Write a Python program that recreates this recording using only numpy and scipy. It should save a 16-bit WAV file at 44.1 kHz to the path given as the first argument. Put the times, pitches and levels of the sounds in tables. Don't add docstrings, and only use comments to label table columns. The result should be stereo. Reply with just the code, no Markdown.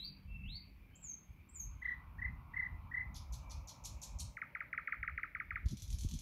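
import sys
import numpy as np
from scipy import signal
from scipy.fft import rfft, irfft
from scipy.io import wavfile
from scipy.ndimage import uniform_filter1d

SR = 44100
rng = np.random.default_rng(int(sys.argv[2]) if len(sys.argv) > 2 else 0)


def nominal_scale(level):
    x = np.asarray(level, float) / 20
    return 10 ** x


def wav_out(sig):
    wavfile.write(sys.argv[1], SR, np.round(np.clip(np.atleast_2d(sig).T, -1, 1) * 32767).astype(np.int16))


N = 273861
LEAD = SR // 16

# time in seconds, pitch in Hz, level in dB.
RISING_NOTES = [
    [(-.04, 3138, -47.5), (-.02, 3474, -57.5), (0, 3885, -45.5), (.03, 4170, -50.5), (.05, 4624, -43.5),
     (.065, 4705, -48.5), (.08, 4580, -63), (.098, 4610, -72), (.108, 4550, -55)],
    [(.27, 2655, -70), (.29, 2672, -66.5), (.32, 2687, -53.5), (.365, 2684, -51.5), (.385, 2650, -68),
     (.42, 2633, -54), (.445, 2685, -50), (.468, 2820, -57)],
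    [(.458, 2680, -49), (.475, 3050, -62), (.5, 3770, -52), (.53, 4190, -54), (.552, 4400, -49),
     (.56, 4570, -43.5), (.578, 4750, -70), (.6, 4630, -62)],
]
# time in seconds, pitch in Hz, level in dB.
FALLING_NOTES = [
    [(.952, 5960, -68), (.958, 7360, -56), (.972, 7900, -75)],
    [(1.005, 7850, -71), (1.02, 7730, -65), (1.035, 7320, -54.5), (1.05, 6930, -51), (1.065, 6620, -56),
     (1.08, 6484, -48), (1.106, 6410, -44), (1.12, 6315, -49.5), (1.126, 6240, -70)],
    [(1.488, 7130, -64), (1.495, 7600, -60), (1.512, 8800, -80)],
    [(1.525, 8400, -76), (1.54, 8000, -61.5), (1.56, 7060, -50), (1.59, 6900, -65), (1.603, 6436, -38),
     (1.615, 6410, -54), (1.624, 6300, -44.5), (1.63, 6000, -77)],
]
# left minus right in dB, second harmonic in dB, third harmonic in dB,
# and sometimes how much the second harmonic evens out (dB per dB).
RISING_TONE = [(-9.5, -38.5, -49.5), (3.5, -53, -66), (-14, -42, -56)]
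FALLING_TONE = [(-2, -51, -60), (3.8, -55, -60), (-2, -56.5, -60), (5, -43, -60, .5)]
# start in seconds,
# length in seconds, first pitch in Hz, last pitch in Hz, level in dB.
FAR_NOTES = [
    (-.05, 0.22, 2705, 2650, -58.5),
    (.515, 0.12, 2196, 2090, -50.5),
    (.8, 0.044, 2380, 2370, -54),
    (.905, 0.08, 2980, 3240, -60),
    (.99, 0.43, 3200, 3340, -78),
    (2.47, 0.19, 2700, 2670, -66),
    (3.42, 0.13, 2300, 2460, -52.5),
    (3.54, 0.019, 2674, 2290, -51.5),
]
FAR_SETTLE = (.75, 1.9, 2.9)
# abrupt end in seconds, peak in dB, pitch factor, length factor.
TRILL_NOTES = [(1.836, -38, 1.0, 0.82), (1.866, -30.5, 1.0, 0.86), (1.899, -31.5, 0.98, 1.05),
               (1.93, -32, 0.98, 0.93), (1.953, -53, 0.98, 0.73), (2.204, -44, 0.94, 0.96),
               (2.233, -34, .99, 0.8), (2.264, -32.5, 1.006, 1.12), (2.292, -41.5, 1, 0.8),
               (2.549, -39.5, 0.97, 0.59), (2.58, -31.5, 1.025, 0.87), (2.61, -30.5, 1.017, 1.15),
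               (2.642, -31.5, 1.001, 1.016), (2.673, -36, 0.99, 0.8), (2.697, -49, .999, 1.05),
               (2.927, -41, 0.95, 0.7), (2.957, -32, 0.99, 0.89), (2.988, -31.5, 1.01, 1.08),
               (3.02, -32, 1.007, 0.93)]
# onset in seconds, peak in dB, pitch factor, length factor, second harmonic in dB.
SNAP_NOTES = [
    (3.1445, -42, 0.88, 1.16, -18),
    (3.3236, -42, 0.96, 0.8, -13.5),
    (3.4975, -47, .92, 0.98, -20.5),
    (3.6738, -43.5, 0.95, 1.07, -20),
    (3.8385, -38.5, .99, 0.91, -17),
    (4.0161, -38.5, 1.007, .99, -16.5),
    (4.1868, -36, 1.033, 0.87, -21),
]
# onset in seconds, peak in dB.
DROP_NOTES = [(4.368, -39), (4.4157, -33.5), (4.549, -34), (4.604, -33.5), (4.7281, -33), (4.776, -30.5),
              (4.873, -31.5), (4.922, -29.5), (5.028, -32), (5.0758, -31), (5.176, -32.5), (5.2308, -31.5),
              (5.348, -33.5), (5.3989, -32.5), (5.5054, -33.5), (5.556, -32)]
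# onset in seconds, peak in dB, pitch factor.
RATTLE_TICKS = [(5.6591, -48.5, 0.77), (5.6849, -45.5, 0.92), (5.7098, -45, 0.93), (5.7709, -45.5, 0.91),
                (5.7982, -45, 0.88), (5.821, -45, 0.98), (5.8775, -47, 0.89), (5.9031, -42.5, 1),
                (5.9275, -41, 0.87), (5.986, -44, 1), (6.009, -39.5, 0.94), (6.0345, -43.5, 1),
                (6.0873, -42.5, 1), (6.1117, -41.5, 1), (6.138, -41, 0.98), (6.1889, -40, 0.93)]
# seconds after onset, pitch in Hz, level in dB.
TRILL_SHAPE = [
    [(-.027, 1420, -30), (-.022, 1740, -18), (-.017, 1940, -7), (-.012, 2020, -1.5), (-.008, 2030, -.1),
     (-.004, 1995, -1.5), (-.001, 1850, -8), (.001, 1620, -20), (.0035, 1380, -32)],
    [(.004, 1980, -26), (.008, 2010, -13), (.011, 2010, -13), (.015, 1990, -26)],
]
DROP_SHAPE = [
    [(-.001, 2600, -35), (.001, 2483, -4.5), (.003, 2206, 3.5), (.006, 1820, -2), (.009, 1576, -9.5),
     (.013, 1380, -7.5), (.017, 1260, -13.5), (.021, 1224, -23), (.025, 1103, -33.5)],
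]
SNAP_SHAPE = [
    [(-.001, 7580, -8), (.0008, 7185, -13.5), (.003, 5680, -8.5), (.006, 3560, -14.5)],
    [(.008, 7105, -9), (.01, 6626, -8), (.013, 5590, -6), (.017, 4120, -8), (.021, 2960, -20),
     (.028, 2200, -19)],
    [(.013, 10020, -30.5), (.0155, 8840, -8), (.02, 7090, -2), (.025, 5800, -14.5), (.03, 4820, -6)],
]
TICK_SHAPE = [
    [(-.0004, 9320, 3.5), (.0001, 6480, -8), (.0007, 5810, -1.5), (.0012, 3330, -2), (.0017, 2200, -15.5)],
    [(.0014, 8600, -21.5), (.0019, 6600, 3.5), (.0026, 5180, -22), (.0032, 2720, -8)],
]
# pitch in Hz, boost in dB.
BEAK_GAPES = [(5400, 1.5), (6300, 5), (5800, 8.5), (5900, 4.5), (6640, 2), (6480, 4.5), (6500, 0.5)]
# frequency in Hz, level in dB.
BEAK_COLOUR = [(2000, -10), (3500, 4.5), (4900, -3), (6300, -1), (7500, -6), (8700, -2.5), (9700, 0.5),
               (11000, -4.5), (12800, -18.5), (15200, -25)]
# delay in seconds, level in dB.
BANK_DELAY, BANK_DB = (0.018, -12.5)
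# frequency in Hz, seconds to fall 60 dB.
HEDGE_DECAY = [(1000, 0.65), (2000, 0.3), (4500, 0.31), (7000, 0.34), (12000, 0.21)]
# frequency in Hz, level in dB.
HEDGE_LEVEL = [(1000, -18), (2200, -11), (4500, 1), (6500, -2), (9000, -0.5), (13000, 26)]
# frequency in Hz, dB over the tail.
NEAR_TWIGS = [(1000, 2), (2500, 2), (4000, 5.5), (7000, 14), (13000, 4.5)]
# frequency in Hz, rise in seconds.
ECHO_BUILD = [(2600, .009), (3600, .0006)]
# frequency in Hz, lag in samples.
RIGHT_LAG = [(1500, 0.37), (2700, 5.06), (4500, 4.78), (6400, 5.62), (8500, 3.94), (12000, 9.2)]
# peak in seconds, peak in dB, left minus right in dB, reach in seconds.
LOW_GUSTS = [(0.05, -50.5, -16, 0.13), (0.339, -45.5, -20, 0.18), (.475, -38, -38, 0.17),
             (.8, -54.5, -23, 0.58), (1.07, -47, -3, 0.03), (1.308, -45.5, -30, 0.052),
             (1.4, -40, -32, 0.02), (1.55, -69, -25, 0.16), (1.679, -46, -34, 0.25), (1.849, -69, -7, 0.94),
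             (2.149, -49, -14, 0.55), (2.276, -43.5, 0, 0.27), (2.7, -43.5, -19, 0.17),
             (2.919, -48.5, -6.5, 0.98), (3.061, -40, -27.5, 0.049), (3.25, -43, -26, 0.69),
             (3.579, -36, -11, 0.08), (3.931, -40, -11, 0.15), (4.16, -42.5, -17, 0.22),
             (4.256, -38, -37, 0.065), (4.796, -53, 21, 0.057), (5.002, -46, 43, 0.074),
             (5.127, -46, -17, 0.045), (5.356, -74, -1, 0.078), (5.52, -46.5, -17, 0.15),
             (5.658, -28.5, -25, 0.017), (5.839, -49.5, -35, 1), (5.943, -32.5, -24, 0.11),
             (6.049, -26, -47, 0.034), (6.146, -25.5, -30, 0.029)]
# peak in seconds, peak in dB, reach in seconds.
BRIGHT_GUSTS = [(0, -49.5, 0.035), (0.451, -53.5, 0.32), (2.35, -55.5, 0.71), (3.1, -56, 0.95),
                (3.7, -58, 0.11), (3.919, -57, 0.1), (4.259, -58, 0.4), (5.732, -32.5, 0.022),
                (5.901, -60, 0.11), (6.049, -33, 0.012), (6.143, -38.5, 0.048)]
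# frequency in Hz, level in dB per Hz.
WIND_COLOUR = [(8.8, -41), (15, -23), (43, 2.5), (64, 3), (128, -16), (166, -19.5), (200, -33),
               (260, -33.5), (440, -120)]
WHOOSH_COLOUR = [(71, -22.5), (120, -3), (162, -11.5), (216, -10.5), (318, -29.5), (450, -47), (580, -47.5),
                 (990, -120)]
AIR_COLOUR = [(71, -44), (120, -0.5), (140, -2), (195, -15), (260, -9.5), (374, -20), (636, -24),
              (958, -20.5), (1870, -26.5), (2340, -15), (2810, -27), (4500, -38.5), (5850, -59.5),
              (9900, -120)]
HISS_COLOUR = [(2650, -27), (4500, -3.5), (5910, -5), (6490, -8.5), (7790, -12), (9170, -10.5), (11800, 1),
               (12800, -1), (15100, .1), (15700, -3.5)]
ROAR_COLOUR = [(410, -40.5), (700, -16), (1010, -3.5), (1160, -7.5), (1360, -7.5), (1600, -38),
               (2080, -62.5), (3520, -120)]
DRONE_COLOUR = [(420, -14.5), (520, 2.5), (580, 9), (660, 2.5), (800, -47.5)]
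# frequency in Hz, likeness from 0 to 1.
AIR_LIKENESS = [(200, 0.89), (700, 0.12), (1500, 0.27), (2500, 0.2), (4500, 0.14)]
# time in seconds, level in dB.
HUM_LEVEL = [(0, -60), (.55, -59), (.8, -69), (1.3, -68.5), (2.2, -77), (6.21, -84.5)]
ROAR_LEVEL = [(1.0, -86), (1.5, -76), (1.9, -61), (2.5, -59), (3.55, -59.5), (4.15, -62.5), (4.4, -68),
              (6.2, -101.5)]
DRONE_LEVEL = [(2.4, -92.5), (3.03, -84.5), (3.4, -71.5), (4.77, -75.5), (5.37, -82.5), (6.2, -83)]
# frequency in Hz, level in dB.
HUM_TONES = [(96, -6), (146, -5), (192, -2)]
# time in seconds, pitch factor.
ROAR_PITCH = [(.9, 1.17), (2.4, 1.06), (3.4, 0.99), (4.6, 0.91)]
GAP_FROM, GAP_TO = (.88, 1.72)


def evened(x):
    return x / np.sqrt(np.mean(x ** 2) + 1e-20)


def smooth_chance(shape, *sizes):
    x = rng.standard_normal(shape)
    for size in sizes:
        x = uniform_filter1d(x, size=size)
    return evened(x)


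def read(points, hz):
    f, value = np.transpose(points)
    return np.interp(np.log(hz + 1), np.log(f + 1), value)


def follow(rows):
    s, value = np.transpose(rows)
    return np.interp(np.arange(N) / SR, s, value)


def add(mix, s, sound):
    part = mix[:, round(s * SR) + LEAD:][:, :sound.shape[1]]
    part += sound[:, :part.shape[1]]


def noise(spectrum, same, patchy_db, size=1024, slide=((0, 1), (9, 1))):
    frames, hz = 4 * N // size + 5, np.fft.rfftfreq(size, 1 / SR)
    a, b, c, d, patches = rng.standard_normal((frames, len(hz), 5)).T
    patches = uniform_filter1d(patches, size=9, axis=0)
    patches = evened(uniform_filter1d(patches, size=12, axis=1))
    same = np.clip(same + 0 * hz, -1, 1)[:, None]
    left = a + 1j * b
    right = same * left + np.sqrt(1 - same ** 2) * (c + 1j * d)
    factor = np.interp(np.arange(frames) * size / 4 / SR, *np.transpose(slide))
    level_db = read(spectrum, hz[:, None] / factor) + patchy_db * patches
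    z = np.array([left, right]) * nominal_scale(level_db)
    return evened(signal.istft(z, nperseg=size, noverlap=3 * size // 4)[1][:, :N])


def sweep(s, hz, db, pan_db, second_db, third_db, even=0, gape=(1, 0)):
    t = np.arange(s[0], s[-1], 1 / SR)
    level_db = np.interp(t, s, db)
    pitch = uniform_filter1d(np.interp(t, s, hz), size=len(t) // 14 + 1, mode="nearest")
    turn = 2 * np.pi * np.cumsum(pitch) / SR + 2 * np.pi * rng.random()
    second = nominal_scale(second_db + even * (max(db) - level_db))
    beak_db = gape[1] * np.exp(-(np.log(pitch / gape[0]) / 0.15) ** 2)
    tone = np.sin(turn) * nominal_scale(beak_db) + second * np.sin(2 * turn)
    tone += nominal_scale(third_db) * np.sin(3 * turn) * (max(hz) < SR / 7)
    tone *= nominal_scale(level_db) * signal.windows.tukey(len(t), min(0.0054 * SR / len(t), .3))
    side = np.interp(t, s, pan_db * np.ones(len(s))) / 2
    return s[0], tone * nominal_scale(np.array([side, -side]))


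def syllables(events, shape, gain_db, pan_db, third_db, second_db=0, even=0, gapes=None):
    out = np.zeros((2, N + LEAD))
    for (at, peak_db, factor, stretch, *own_db), gape in zip(events, gapes or [(1, 0)] * len(events)):
        for rows in shape:
            s, hz, db = np.transpose(rows)
            level_db = db + peak_db + gain_db
            octave_db = second_db + sum(own_db)
            add(out, *sweep(at + s * stretch, hz * factor, level_db, pan_db, octave_db, third_db, even, gape))
    return out


def far_birds():
    attack, release = 0.2, 0.84
    fade_db, waver_db = 22.5, 1.5
    sag, wobble = 0.028, 0.006
    until, bend, ease = FAR_SETTLE
    out, u = np.zeros((2, N + LEAD)), np.linspace(0, 1, num=60)
    ends = np.maximum(1 - u / attack, 0) ** 2 + np.maximum(1 - (1 - u) / release, 0) ** 2
    for at, length, from_hz, to_hz, level_db in FAR_NOTES:
        waver = uniform_filter1d(rng.standard_normal(len(u)), size=5) * np.sqrt(5)
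        hz = to_hz + (from_hz - to_hz) * np.maximum(1 - (u / until) ** bend, 0) ** ease
        hz = hz * (1 - sag * u ** 4 + wobble * waver[::-1])
        db = level_db - fade_db * ends + waver_db * waver
        add(out, *sweep(at + u * length, hz, db, pan_db=.5, second_db=-74, third_db=-55))
    return out


def whistles(notes, tones):
    out = np.zeros((2, N + LEAD))
    for rows, tone in zip(notes, tones):
        add(out, *sweep(*np.transpose(rows), *tone))
    flutter = signal.oaconvolve(rng.standard_normal(N + LEAD), signal.windows.blackman(700), "same")
    out *= nominal_scale(1.6 * evened(flutter))
    return signal.sosfilt(signal.butter(10, 13400, "low", fs=SR, output="sos"), out)


def late(x):
    hz = np.fft.rfftfreq(len(x), 1 / SR)
    return irfft(rfft(x) * np.exp(-2j * np.pi * hz * read(RIGHT_LAG, hz) / SR), len(x))


def hedge(x):
    hz = np.fft.rfftfreq(256, 1 / SR)
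    out, length = np.zeros((2, N + LEAD)), SR * 3 // 4
    for k in range(3):
        taps = np.zeros((2, length))
        at = np.arange(60, length - 16, 16) + rng.integers(0, 16, (2, (length - 61) // 16))
        np.put_along_axis(taps, at, rng.choice([-1., 1.], at.shape), 1)
        t, z = signal.stft(taps, SR, nperseg=256)[1:]
        fade = nominal_scale(-60 * t / read(HEDGE_DECAY, hz)[:, None])
        twigs_db = read(NEAR_TWIGS, hz)[:, None] - 60 * t / 0.037
        fade = np.sqrt(fade ** 2 + nominal_scale(twigs_db))
        fade *= (1 - np.exp(-(t + .001) / read(ECHO_BUILD, hz)[:, None])) ** 2
        fade *= nominal_scale(read(HEDGE_LEVEL, hz))[:, None] / np.sqrt((fade ** 2).sum(1, keepdims=True) * 4)
        tail = signal.istft(z * fade, SR, nperseg=256)[1]
        opening = np.clip((np.arange(tail.shape[1]) - 30) / 90, 0, 1)
        tail = tail * np.sin(np.pi / 2 * opening) ** 2
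        tail[1] = .5 * late(tail[0]) + 1.24 * tail[1]
        turn = np.sqrt(2 / 3) * np.cos(2 * np.pi * (11 * np.arange(N + LEAD) / SR + k / 3))
        out += signal.fftconvolve(x.mean(0)[None] * turn, tail, axes=1)[:, :N + LEAD]
    return out


def puffs(at, peak_db, reach):
    return nominal_scale(2 * (peak_db - 20 * abs(np.arange(N) / SR - at) / reach))


def wind():
    calm_db, whoosh_calm_db = -70.5, -85
    power = nominal_scale(2 * calm_db) * np.full((2, N), .5)
    for at, peak_db, pan_db, reach in LOW_GUSTS:
        left_share = 1 / (1 + nominal_scale(-2 * pan_db))
        power = power + puffs(at, peak_db, reach) * np.array([[left_share], [1 - left_share]])
    ports = 2 * np.sqrt(power / power.sum(0))
    lumps = smooth_chance((2, N), 1500, 1500)
    low = np.sqrt(power.sum(0)) * noise(WIND_COLOUR, same=0.054, patchy_db=2.5, size=2048)
    bright = np.sqrt(nominal_scale(2 * whoosh_calm_db) + sum(puffs(*row) for row in BRIGHT_GUSTS))
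    whoosh = nominal_scale(-3) * bright * noise(WHOOSH_COLOUR, same=.45, patchy_db=1.5)
    buffeting = ports * nominal_scale(1.6 * lumps - 1.2) * (low + whoosh)
    travel = .13
    return travel * np.tanh(buffeting / travel)


def open_air():
    likeness = read(AIR_LIKENESS, np.fft.rfftfreq(1024, 1 / SR))
    return nominal_scale(-65) * noise(AIR_COLOUR, same=likeness, patchy_db=2.5)


def engine_hum():
    speed = 1 + 0.01 * smooth_chance(N, 6000)
    turn = 2 * np.pi * np.cumsum(speed) / SR
    return nominal_scale(follow(HUM_LEVEL)) * sum(nominal_scale(db) * np.sin(hz * turn) for hz, db in HUM_TONES)


def microphone_hiss():
    return nominal_scale(-79.5) * noise(HISS_COLOUR, same=.1, patchy_db=.3)


def road_roar():
    roar = noise(ROAR_COLOUR, same=.85, patchy_db=1.3, slide=ROAR_PITCH)
    return nominal_scale(follow(ROAR_LEVEL) + 1.5) * roar


def trill():
    first = syllables(TRILL_NOTES[:5], TRILL_SHAPE, gain_db=-1.5, pan_db=-3.0,
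                      third_db=-48.5, second_db=-34.5, even=1.17)
    rest = syllables(TRILL_NOTES[5:], TRILL_SHAPE, gain_db=-0.5, pan_db=-3.0,
                     third_db=-60.5, second_db=-45.0, even=0.94)
    return first + rest


def exhaust_drone():
    return nominal_scale(follow(DRONE_LEVEL)) * noise(DRONE_COLOUR, same=0.84, patchy_db=0.5)


def distance():
    far = open_air() + road_roar() + engine_hum() + exhaust_drone()
    far[0] = np.roll(far[0], 16)
    return far


def snaps():
    low_voice, high_voice = SNAP_SHAPE[:2], SNAP_SHAPE[2:]
    out = syllables(SNAP_NOTES, low_voice, gain_db=1.0, pan_db=-5.0, third_db=-28, even=0.24, gapes=BEAK_GAPES)
    out += syllables(SNAP_NOTES[:4], high_voice, gain_db=-5.0, pan_db=-4.5,
                     third_db=-60, second_db=-11, gapes=BEAK_GAPES[:4])
    out += syllables(SNAP_NOTES[4:], high_voice, gain_db=-1.5, pan_db=-4.0,
                     third_db=-60, second_db=-16.0, gapes=BEAK_GAPES[4:])
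    return out


def drops():
    events = [(s, db, 0.97, 1.001) for s, db in DROP_NOTES]
    return syllables(events, DROP_SHAPE, gain_db=-1.0, pan_db=-3.0, third_db=-54.0, second_db=-45.0)


def rattle():
    chance = 1 + 0.05 * rng.standard_normal((len(RATTLE_TICKS), 2))
    ticks = [(s, db, factor, 0.93 * a * b) for (s, db, factor), (a, b) in zip(RATTLE_TICKS, chance)]
    return syllables(ticks, TICK_SHAPE, gain_db=4.0, pan_db=-3.0, third_db=-28, second_db=-19.5)


def rough_voice(x):
    x = x * (1 + .22 * smooth_chance(N + LEAD, 12))
    x = x * nominal_scale(2.5 * smooth_chance(N + LEAD, 70) - .5)
    hz = np.fft.rfftfreq(N + LEAD, 1 / SR)
    return irfft(rfft(x) * nominal_scale(read(BEAK_COLOUR, hz)), N + LEAD)


def bird():
    harsh = rough_voice(snaps() + rattle())
    trills, dropped = trill(), drops()
    song = harsh + whistles(RISING_NOTES, RISING_TONE) + whistles(FALLING_NOTES, FALLING_TONE)
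    song += trills + dropped
    low = np.roll(nominal_scale(-6.5) * trills + nominal_scale(-4) * dropped, round(.002 * SR), axis=1)
    unscattered = trills + dropped - low + (1 - nominal_scale(-1)) * harsh
    song += nominal_scale(BANK_DB) * np.roll(song, round(BANK_DELAY * SR), axis=1)
    soften = signal.butter(6, 14600., "low", fs=SR, output="sos")
    song, scattered = signal.sosfilt(soften, np.array([song, song - unscattered]))
    song[1] = late(song[1])
    far = far_birds()
    return (song + 0.11 * far + nominal_scale(0.5) * hedge(scattered + 0.5 * far))[:, LEAD:]


def treble_gaps(x):
    hz, t, z = signal.stft(x, SR, nperseg=1024)
    power = uniform_filter1d((abs(z) ** 2).mean(0), size=3, axis=1)
    high = power * (hz > 3300)[:, None]
    ratio = hz[:, None] / hz[high.argmax(0)]
    faint = uniform_filter1d(power, size=11, axis=0) < high.max(0) * nominal_scale(2 * -43)
    keep = ~faint | (ratio < GAP_FROM) | (ratio > GAP_TO)
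    below_edge = (hz < 15800)[:, None]
    return signal.istft(z * keep * below_edge, SR, nperseg=1024)[1][:, :N]


def scene():
    return bird() + wind() + distance() + microphone_hiss()


def top_cut(x):
    return signal.sosfilt(signal.butter(12, 15860, fs=SR, output="sos"), x)


def record(dry):
    cut = signal.sosfilt(signal.butter(4, 38., "high", fs=SR, output="sos"), dry)
    return top_cut(treble_gaps(cut))


dry = scene()
out = record(dry)
wav_out(out)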